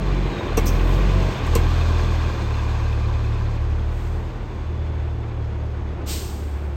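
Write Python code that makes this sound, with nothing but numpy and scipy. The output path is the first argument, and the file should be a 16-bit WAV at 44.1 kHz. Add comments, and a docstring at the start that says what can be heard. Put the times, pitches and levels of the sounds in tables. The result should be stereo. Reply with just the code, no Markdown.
"""A diesel bus rolls past a roadside stop at low revs, over street rumble. Its exhaust throbs,
injectors clatter, gears sing, the fan roars and the turbo spins down. From 0.4 s a loose cover
rattles; air valves pop and hiss near 0.6 s and 1.5 s. The bus pulls away, with a thin whine from 4 s.
Other traffic nears, and at 6 s the bus blows a short hiss of air, echoed by shelter and viaduct."""
import sys
import numpy as np
from scipy import signal
from scipy.fft import irfft, next_fast_len
from scipy.io import wavfile

SR = 44100
rng = np.random.default_rng(int(sys.argv[2]) if len(sys.argv) > 2 else 0)


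def persist_wave(psi):
    """Save psi, clipped to +-1, as 16-bit WAV."""
    counts = np.round(np.clip(psi, -1, 1) * 32767).astype(np.int16)
    wavfile.write(sys.argv[1], SR, np.atleast_2d(counts).T)


N = 298106
TIME = np.arange(N) / SR
FFT_SIZE = next_fast_len(N, real=True)
HZ = np.maximum(np.fft.rfftfreq(FFT_SIZE, 1 / SR), 1)

# stereo width of the noise: f/Hz, left-right correlation; a narrow band at 9-11 kHz is in opposite phase
STEREO_CORRELATION = [(70, .99), (150, 0.4), (350, 0.75), (700, 0), (2000, 0.08), (6000, 0.1), (7500, .9),
                      (8500, .7), (9100, -.9995), (10900, -.9995), (11600, .93)]
STEREO_BALANCE = [(80, 0.5), (350, 2), (900, 1), (2400, 5.5), (4500, 9), (8500, 1), (15000, -2.5)]  # balance of the noise: f/Hz, left-right/dB

FIRING_RATE = [(0, 47.2), (.21, 46.2), (.38, 41.6), (.53, 39.5), (.63, 40.9), (.76, 41.9), (1.0, 46.6),
               (1.17, 47), (1.3, 44.8), (1.4, 38.9), (1.49, 38.9), (1.72, 40.9), (2.31, 39.2), (2.39, 36.4),
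               (2.55, 36.9), (3.75, 36.5), (4.15, 39.0), (4.6, 39.1), (5.3, 37.7), (6.76, 35.7)]  # engine speed: t/s, f/Hz
# throttle between gear changes: start/s, end/s, release/s, sag/(dB/s), base level/dB of orders 1-4
PULLS = [(-.05, .21, 0.19, 8, -14.5, -28.5, -23.5, -51), (0.45, 1.2, 0.17, 2.8, -16, -22, -28.5, -42.5),
         (1.385, 2.266, 0.1, 2.5, -19.5, -20.5, -26, -49), (2.334, 4.06, 1, -0.5, -23.5, -21.5, -24, -46),
         (4.534, 6.8, .2, -0.5, -27, -19.5, -24.5, -40)]
OVERRUN_DB = [-34, -38, -30.5, -40.5]  # throttle shut: base level/dB of orders 1-4
GEAR_SHIFTS = [(0.39, 0.055, -9), (1.35, 0.027, -9), (2.345, 0.025, 1)]  # exhaust catches: t/s, half-length/s, gain/dB
THROB = [(.6, -1), (.85, 1.5), (1.38, 1), (1.47, -3), (1.57, 2.5), (1.75, -2), (2.0, -1), (2.4, -2.5),
         (2.6, -2), (3.5, 1), (4.2, 2), (5.0, -3), (5.6, 2), (6.1, -2), (6.6, -9)]  # order 1 wavers: t/s, gain/dB
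DRONE = [(.6, 0), (.96, -0.5), (1.04, -5), (1.14, 2.5), (2.3, 1.5), (2.65, -0.5), (3.05, 2), (3.5, -2),
         (3.7, 4), (4.0, -2.5), (4.15, 1.5), (4.38, -6.5), (4.8, 4), (5.1, 1.5), (5.33, -5.5), (5.47, 1),
         (6.3, 0.5), (6.6, 4)]  # order 2 wavers: t/s, gain/dB
PUFF_BLUR = [(1.0, 0.35), (1.7, 0.55), (2.6, 0.7)]  # puffs merge to a drone behind the bus: t/s, blur (0-1)
CRANK_TONES = [(7, -18), (8, -20), (10, -16.5), (13, -24), (15, -19.5), (16, -22), (18, -23), (20, -22.5),
               (21, -23), (23, -23.5), (24, -26.5), (27, -20.5), (33, -20), (37, -25.5)]  # unequal cylinders: multiple of crank rate, relative level/dB

BLOCK_MODES = [(1024, 4, 0.26), (1092, 5.5, 0.048), (1174.5, 4, 0.12), (1591, 2.5, 0.05), (1675, -3, 0.04),
               (2423, 2, 0.05), (2538, -0.5, 0.043), (3240, -4.5, 0.022), (3508, -2, 0.03),
               (3630, -5, 0.039), (4130, -3.5, 0.028)]  # block and covers: f/Hz, relative level/dB, t60/s
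GRILLE = [(0, -10), (.7, -7.5), (1.1, -10), (1.5, -8), (2, -4.5), (3.2, -5.5), (4, -14.5), (6.76, -30)]  # knock let out as the grille turns: t/s, gain/dB
GEAR_TONES = [(14, -5.5), (23, -12)]  # timing gears: multiple of firing rate, level/dB re order 4

# roar, clatter, hiss: lead on exhaust/m, near level/dB, rev slope/(dB/oct), distance power, floor/dB
BAY_LAYERS = [(3, -25, 2.5, 1.62, -35), (1.5, -29, 1.5, 1.61, -43), (-0.4, -37.5, 6, 2.35, -55)]
BAY_SPECTRUM = [(90, 10), (150, -0.5), (195, 1.5), (240, -5.5), (340, -2.5), (560, -6.5), (950, -6.5),
                (1330, -12.5), (2300, -15), (4300, -24.5), (6300, -34.5), (7400, -39), (10500, -46.5),
                (15500, -54.5)]  # engine bay: f/Hz, relative density/dB
BAY_RESONANCES = [(291, 30, 2.5), (348, 22, 3), (453, 35, 2), (1125, 96, 2.5), (1496, 80, 3.5),
                  (2490, 60, 0), (3230, 76, 0), (6470, 180, 7)]  # cavity: f/Hz, width/Hz, gain/dB
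BAY_BEARING = [(0, 0.39, 0.5), (1.3, 0.37, -4), (2, 0.15, 1), (3.1, 0.18, 1.5), (3.8, 0.11, -2),
               (6.76, 0.054, -3)]  # direction: t/s, right-ear lag/ms, left-right/dB before band weighting
TURBO = [(0, 4220, -59), (.17, 4030, -57), (.265, 3920, -53), (.3, 3865, -62), (.338, 3820, -44),
         (.368, 3780, -56), (.397, 3750, -44.5), (.435, 3690, -62), (.47, 3645, -55), (.55, 3585, -57),
         (.67, 3515, -58), (.8, 3420, -61), (1.2, 3250, -65), (2.15, 2920, -62), (2.33, 2820, -54),
         (2.55, 2720, -58), (2.85, 2640, -60), (3.1, 2600, -79)]  # whistle: t/s, f/Hz, level/dB
STREET_SPECTRUM = [(18, -26), (30, 0), (45, 11.5), (75, 12.5), (110, -3), (160, -21), (350, -8),
                   (1000, -15.5), (4000, -74)]  # rumble: f/Hz, relative density/dB

RATTLES = [(0.41, -25, -20), (0.947, -32, 0), (1.10, -29, -2), (1.222, -33, -4), (1.366, -33, -8),
           (1.668, -30, -1), (1.812, -40, 14.5), (1.948, -40.5, 11.5), (1.992, -31, -5), (2.222, -33, 0),
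           (2.397, -33, 3), (2.508, -29, -1), (2.588, -31, 1), (2.75, -37, 4), (2.815, -36, 0),
           (2.928, -37, 7), (3.086, -32, -4), (3.164, -40, 0), (3.243, -45, 10.5), (3.28, -36, -2),
           (3.41, -33.5, -8), (3.486, -33, -9)]  # cover knocks: t/s, level/dB, tilt/(dB/oct)
COVER_MODES = [(1014, -3, 0.095), (1056, -8.5, 0.079), (1180, -9, 0.075), (1596, -5.5, .06),
               (2450, -12, 0.06), (2586, -10, 0.059), (3544, -18.5, .04)]  # loose cover: f/Hz, gain/dB, t60/s

# air valves: t/s, snap/dB, crack/dB, crack delay/s, hold/s, fall/s,
# thud/dB, thud f/Hz, thud rise/s, thump/dB, squeak/dB
POPS = [(0.5712, -23, -21.5, 0.0025, 0.0065, 0.014, -14, 451, 0.0064, -15.5, -29.5),
        (1.552, -21.5, -20.5, 0.0024, 0.0026, 0.015, -16, 464, 0.006, -12.5, -39)]
CRACK_SPECTRUM = [(150, 9), (320, 16.5), (600, -1), (1150, 9), (1500, -4), (2800, -0.5), (3600, -5),
                  (6000, -12.5), (8500, -9), (12000, -14), (15500, -19)]  # air blast: f/Hz, relative density/dB
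VALVE_MODES = [(303, -9, 0.0042), (373, -17, 0.0045), (746, -16, 0.0047), (1140, -29, .007),
               (2190, -25.5, 0.021), (2702, -16.5, 0.0057)]  # valve body: f/Hz, level/dB re thud, rise/s
BRACKET_MODES = [(215, -9, 0.0031), (333, -2.5, 0.0012)]  # shaken by the piston: f/Hz, level/dB re thump, rise/s
SEAT_MODES = [(5650, -1.5), (5780, -4), (6100, -3), (7000, -19)]  # valve seat: f/Hz, level/dB re squeak
JETS = [(0.656, -31, .002, 0.023, 0.021, 9100, -18), (0.658, -30.5, 0.011, 0.013, 0.017, 5000, 33),
        (0.805, -50.5, 0.055, 0.11, 0.036, 10500, 0), (1.46, -43, .003, .006, .01, 5000, 11),
        (3.855, -56, .13, .08, 0.18, 6200, 10.5), (6.057, -28, 0.041, 0.023, 0.11, 2500, 7)]  # air releases: t/s, level/dB, rise/s, hold/s, fall/s, low edge/Hz, nozzle peak/dB
AIR_SPECTRUM = [(700, 12), (2700, 13.5), (4400, 12.5), (6000, 4.5), (8300, 10.5), (10500, 14), (11400, 3),
                (12200, 5.5), (15300, 2)]  # escaping air: f/Hz, relative density/dB

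WHINE = [(4.0, 3500, -80), (4.25, 3500, -67), (4.55, 3485, -62), (5.0, 3470, -62), (5.3, 3440, -64.5),
         (5.7, 3430, -66.5), (6.76, 3410, -74)]  # receding bus: t/s, f/Hz, level/dB
TRAFFIC_LEVEL = [(4.5, -45), (5.6, -42), (6.05, -35.5), (6.76, -41.5)]  # across the road: t/s, level/dB
TRAFFIC_SPECTRUM = [(25, -45), (70, -11), (160, 3), (240, -0.5), (350, 1), (600, -9.5), (1400, -10.5),
                    (4000, -39), (10000, -63.5)]  # its noise: f/Hz, relative density/dB
TRAFFIC_HUM = [(146.6, 13, 13), (200, 16, 5.5), (351, 25, 7)]  # its engines: f/Hz, width/Hz, gain/dB


def from_db(db):
    """Decibels to gain."""
    return np.exp(np.asarray(db) * (np.log(10) / 20))


def unit_rms(x):
    """Scale to unit power."""
    return x / np.sqrt(np.mean(x ** 2) + 1e-20)


def over_time(rows):
    """Each column after t/s, interpolated per sample."""
    times_s, *columns = np.transpose(rows)
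    return [np.interp(TIME, times_s, column) for column in columns]


def over_hz(rows):
    """Table interpolated over log frequency."""
    hz, value = np.transpose(rows)
    return np.interp(np.log(HZ), np.log(hz), value)


def bell(centre_hz, width_hz, hz=HZ):
    """Resonance curve of height 1."""
    return 1 / (1 + (2 * (hz - centre_hz) / width_hz) ** 2)


def above(edge_hz, order):
    """High-pass power response."""
    return 1 / (1 + (edge_hz / HZ) ** (2 * order))


def drift(rate_hz):
    """Slow random curve, unit RMS."""
    steps = rng.standard_normal(4096)
    return unit_rms(np.interp(TIME * rate_hz, np.arange(len(steps)), steps))


def pan(left_db):
    """Left and right gains, unit mean power."""
    gains = from_db(np.array([left_db / 2, -left_db / 2]).reshape(2, -1))
    return gains / np.sqrt(np.mean(gains ** 2, axis=0))


def white_spectra(count):
    """Spectra of independent white noises."""
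    return rng.standard_normal((count, 2 * len(HZ))).view(complex)


def point_noise(gain):
    """Coloured mono noise, unit RMS."""
    return unit_rms(irfft(white_spectra(1)[0] * gain, FFT_SIZE)[:N])


def stereo_noise(gain):
    """Coloured noise, unit RMS; width and balance vary with frequency."""
    mid, side = white_spectra(2)
    correlation = np.clip(over_hz(STEREO_CORRELATION), -1, 0.995)
    pair = np.sqrt(1 + correlation) * mid + np.sqrt(1 - correlation) * side * [[1], [-1]]
    return unit_rms(irfft(pair * gain * pan(over_hz(STEREO_BALANCE)), FFT_SIZE)[:, :N])


def struck(kicks, hz, t60_s):
    """One mode, ringing after each kick."""
    radius, angle = from_db(-60 / (t60_s * SR)), 2 * np.pi * hz / SR
    return signal.lfilter([0, np.sin(angle)], [1, -2 * radius * np.cos(angle), radius ** 2], kicks)


def distance_db(ahead_m=0, closest_s=1.55, closest_m=6.0, speed_m_per_s=4.0):
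    """Spreading re the closest point of a straight, steady pass."""
    along_m = speed_m_per_s * (TIME - closest_s) + ahead_m
    return -20 * np.log10(np.hypot(along_m, closest_m) / closest_m)


def exhaust_levels_db(firing_hz, attack_s=0.14, swell_db=4.5, crest_s=5.33, period_s=2.02):
    """Orders 1-4 follow the throttle and fade with distance."""
    gain = from_db(OVERRUN_DB)[:, None]
    for start_s, end_s, release_s, sag_db_per_s, *pull_db in PULLS:
        opening = np.clip((TIME - start_s) / attack_s, 0, 1)
        closing = np.clip(1 - (TIME - end_s) / release_s, 0, 1)
        pulling = from_db(np.array(pull_db)[:, None] - sag_db_per_s * (TIME - start_s))
        gain = gain + opening * closing * (pulling - gain)
    catch_db = sum(db * np.exp(-((TIME - at_s) / half_s) ** 2) for at_s, half_s, db in GEAR_SHIFTS)
    far_db = distance_db()
    base_db = 20 * np.log10(gain) + catch_db + far_db
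    reflected_share = 1 - from_db(far_db) ** 2
    reflection_db = reflected_share * swell_db * np.cos(2 * np.pi * (TIME - crest_s) / period_s)
    pipe_boom_db = 15.5 * bell(centre_hz=190.8, width_hz=21.4, hz=4 * firing_hz)
    return base_db + [over_time(THROB)[0], over_time(DRONE)[0], reflection_db, pipe_boom_db]


def exhaust(firing_rad, orders_db, roar_db, waver=0.06, rough=0.34, wall_db=-20):
    """Four low orders throb; unequal cylinders add weak, wavering crank harmonics."""
    blur_rad = over_time(PUFF_BLUR)[0] * np.pi / 2
    throb = -sum(from_db(db) * (1 + waver * drift(23)) * np.cos(k * firing_rad + blur_rad * (k - 2) ** 2)
                 for k, db in enumerate(orders_db, 1))
    crank_rad = firing_rad / 3  # three firings per turn
    overtones = 0
    for k, db in CRANK_TONES:
        gain = from_db(roar_db + db) * (1 + rough * drift(14))
        overtones -= gain * np.cos(k * crank_rad + rough * drift(9))
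    # the shelter wall returns higher orders differently to each ear
    wall = sum(from_db(db + wall_db) * (k - 1) * np.sin(k * firing_rad + k * k + drift(1.56))
               for k, db in enumerate(orders_db, 1))
    return np.sqrt(2) * from_db(-0.3) * ((throb + overtones) * pan(-0.86) + wall * [[1], [-1]])


def diesel_knock(firing_rad, clatter_db, uneven_db=4, valve_db=-6, rattle_s=0.0031, echo_db=-4):
    """Each firing and two valve closings in between strike the block unevenly."""
    hits = np.flatnonzero(np.diff(np.floor(3 * firing_rad / (2 * np.pi))))
    accent_db = np.where(np.arange(len(hits)) % 3, valve_db, 0)
    out = 0
    for hz, db, t60_s in BLOCK_MODES:
        blows = np.zeros(N)
        blows[hits] = from_db(accent_db + uneven_db * np.clip(rng.standard_normal(len(hits)), -2, 2))
        envelope = signal.lfilter([1], [1, -np.exp(-1 / (rattle_s * SR))], blows)
        grit = from_db(echo_db) * rng.standard_normal(N) + rng.standard_normal((2, N))
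        mode = unit_rms(struck(envelope * grit, hz, t60_s))
        out += from_db(db) * mode * pan(6 + 2 * np.log2(hz / 1050))
    return unit_rms(out) * from_db(clatter_db + over_time(GRILLE)[0])


def gears(firing_rad, load_db, jitter_rad=0.6, waver=0.3):
    """Gear teeth sing under load."""
    out = 0
    for k, db in GEAR_TONES:
        gain = from_db(load_db + db) * (1 + waver * drift(25))
        out += gain * np.cos(k * firing_rad + jitter_rad * np.array([drift(18), drift(22)]))
    return out


def bay_levels_db(firing_hz, cruise_hz=40):
    """Roar, clatter and hiss follow the revs and fade to what the street returns."""
    octaves = np.log2(firing_hz / cruise_hz)
    levels_db = []
    for ahead_m, near_db, db_per_oct, power, floor_db in BAY_LAYERS:
        direct = from_db(near_db + db_per_oct * octaves + power * distance_db(ahead_m))
        levels_db.append(20 * np.log10(np.hypot(direct, from_db(floor_db))))
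    return levels_db


def engine_bay(firing_rad, levels_db, direct_share=0.27, pulse_depth=0.056, flutter_db=0.84):
    """Fan roar, injector clatter, intake hiss; the upper two bands pulse with each firing."""
    cavity_db = sum(db * bell(hz, width_hz) for hz, width_hz, db in BAY_RESONANCES)
    colour = from_db(over_hz(BAY_SPECTRUM) + cavity_db) * np.sqrt(above(114, order=3))
    past_roar, past_clatter = above(750, order=3), above(4500, order=3)
    shares = [1 - past_roar, past_roar * (1 - past_clatter), past_clatter]
    lag_ms, left_db = over_time(BAY_BEARING)
    out = 0
    for band, (share, db) in enumerate(zip(shares, levels_db)):
        gain = colour * np.sqrt(share)
        left = point_noise(gain * np.sqrt(1 - above(3000, order=4)))
        right = np.interp(TIME - lag_ms / 1000, TIME, left)
        direct = np.array([left, right]) * pan(1.1 + band)
        sound = np.sqrt(direct_share) * direct + np.sqrt(1 - direct_share) * stereo_noise(gain)
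        far_ear_shade = pan(left_db * band ** 2 / 5)
        pulsing = 1 + pulse_depth * min(band, 1) * np.cos(firing_rad)
        out += sound * far_ear_shade * pulsing * from_db(db + flutter_db * drift(45))
    return out


def rotor_whistle(track, wobble, flutter_db):
    """Thin, wavering tone of a fast rotor."""
    hz, db = over_time(track)
    phase_rad = 2 * np.pi * np.cumsum(hz * (1 + wobble * drift(90))) / SR
    return np.sqrt(2) * from_db(db + flutter_db * drift(33)) * np.sin(phase_rad) * pan(6.2)


def street_rumble(level_db=-35.5, edge_hz=32):
    """Steady low noise from all around."""
    colour = from_db(over_hz(STREET_SPECTRUM)) * np.sqrt(above(edge_hz, order=6))
    return from_db(level_db) * stereo_noise(colour)


def cover_rattles(touches=3, bounce_s=0.008, loss_db=7):
    """The loose cover knocks and bounces; each touch strikes every mode unevenly."""
    start_s, db, db_per_oct = np.transpose(RATTLES)[:, :, None]
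    touch = np.arange(touches)
    touch_s = start_s + bounce_s * touch * rng.uniform(0.8, 1.1, (len(start_s), touches))
    hits = (touch_s * SR).astype(int)
    out = 0
    for hz, mode_db, t60_s in COVER_MODES:
        tilt_db = db_per_oct * np.log2(hz / COVER_MODES[0][0])
        kicks = np.zeros(N)
        kicks[hits] = from_db(db + mode_db + tilt_db - loss_db * touch + rng.standard_normal(hits.shape))
        out += struck(kicks + 1e-18, hz, t60_s)
    return out * pan(6.5)


def burst(start_s, rise_s, hold_s, fall_s):
    """Envelope: a valve opens, holds, and the pressure runs out."""
    age_s = TIME - start_s
    return np.clip(age_s / rise_s, 0, 1) * np.exp(-np.clip((age_s - rise_s - hold_s) / fall_s, 0, 40))


def ring(start_s, hz, rise_s):
    """A mode driven by a short blast swells, then dies."""
    live = (TIME > start_s) & (TIME < start_s + 20 * rise_s)
    age_s, out = TIME[live] - start_s, np.zeros(N)
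    out[live] = age_s / rise_s * np.exp(1 - age_s / rise_s) * np.sin(2 * np.pi * hz * age_s)
    return out


def valve_pops(thud_delay_s=0.00282, stop_delay_s=0.00553, tail_db=-19, tail_s=0.083):
    """The seat snaps and squeaks, air cracks, valve and pipe ring, the piston thumps its stop."""
    crack = stereo_noise(from_db(over_hz(CRACK_SPECTRUM)) * np.sqrt(above(150, order=2)))
    snap = stereo_noise(np.sqrt(above(8000, order=2) * (1 - above(11600, order=8))))
    out = 0
    for (at_s, snap_db, crack_db, delay_s, hold_s, fall_s,
         thud_db, thud_hz, thud_rise_s, thump_db, squeak_db) in POPS:
        blast = burst(at_s + delay_s, 0.00071, hold_s, fall_s)
        tail = from_db(tail_db) * burst(at_s, 0.01, hold_s, tail_s)
        thud = ring(at_s + thud_delay_s, thud_hz, thud_rise_s)
        body = sum(from_db(db) * ring(at_s, hz, rise_s) for hz, db, rise_s in VALVE_MODES)
        thump = -sum(from_db(db) * ring(at_s + stop_delay_s, hz, rise_s)
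                     for hz, db, rise_s in BRACKET_MODES)
        squeak = sum(from_db(db) * ring(at_s, hz, rise_s=0.0063) for hz, db in SEAT_MODES)
        out += from_db(snap_db) * burst(at_s, 0.00041, hold_s=0.002, fall_s=0.002) * snap
        out += from_db(crack_db) * (blast + tail) * crack
        out += (from_db(thud_db) * (thud + body) + from_db(squeak_db) * squeak) * pan(6.7)
        out += from_db(thump_db) * thump * pan(2.5)
    return out


def air_jets(nozzle_hz=5890, nozzle_width_hz=2700, echo_db=-10.5, echo_s=0.24):
    """Escaping air hisses; longer jets fill the street with more echo."""
    out = 0
    for at_s, db, rise_s, hold_s, fall_s, edge_hz, nozzle_db in JETS:
        colour = from_db(over_hz(AIR_SPECTRUM) + nozzle_db * bell(nozzle_hz, nozzle_width_hz))
        hiss = stereo_noise(colour * np.sqrt(above(edge_hz, order=2)))
        echo_gain = from_db(echo_db) * np.sqrt((hold_s + fall_s) / echo_s)
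        echo = echo_gain * burst(at_s, 0.07, hold_s, min(echo_s, 4 * fall_s))
        out += from_db(db) * np.hypot(burst(at_s, rise_s, hold_s, fall_s), echo) * hiss
    return out


def traffic():
    """Noise and engine hum swell as traffic nears."""
    hum_db = sum(db * bell(hz, width_hz) for hz, width_hz, db in TRAFFIC_HUM)
    colour = from_db(over_hz(TRAFFIC_SPECTRUM) + hum_db)
    return from_db(over_time(TRAFFIC_LEVEL)[0]) * stereo_noise(colour)


def scene():
    """Revs, throttle and distance drive the engine; the other sources add to it."""
    firing_hz = over_time(FIRING_RATE)[0]
    firing_rad = 2 * np.pi * np.cumsum(firing_hz) / SR
    orders_db, bay_db = exhaust_levels_db(firing_hz), bay_levels_db(firing_hz)
    engine = exhaust(firing_rad, orders_db, roar_db=bay_db[0])
    engine += diesel_knock(firing_rad, clatter_db=bay_db[1])
    engine += gears(firing_rad, load_db=orders_db[-1])
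    engine += from_db(-3) * engine_bay(firing_rad, bay_db)
    turbo = rotor_whistle(TURBO, wobble=0.003, flutter_db=2.5)
    whine = rotor_whistle(WHINE, wobble=0.014, flutter_db=2.0)
    background = street_rumble() + traffic()
    return engine + turbo + background + cover_rattles() + valve_pops() + air_jets() + whine


def record(dry):
    """Steep low-pass at 15.9 kHz."""
    return signal.sosfilt(signal.ellip(10, 0.1, 90, 15900, fs=SR, output="sos"), dry)


dry = scene()
out = record(dry)
persist_wave(out)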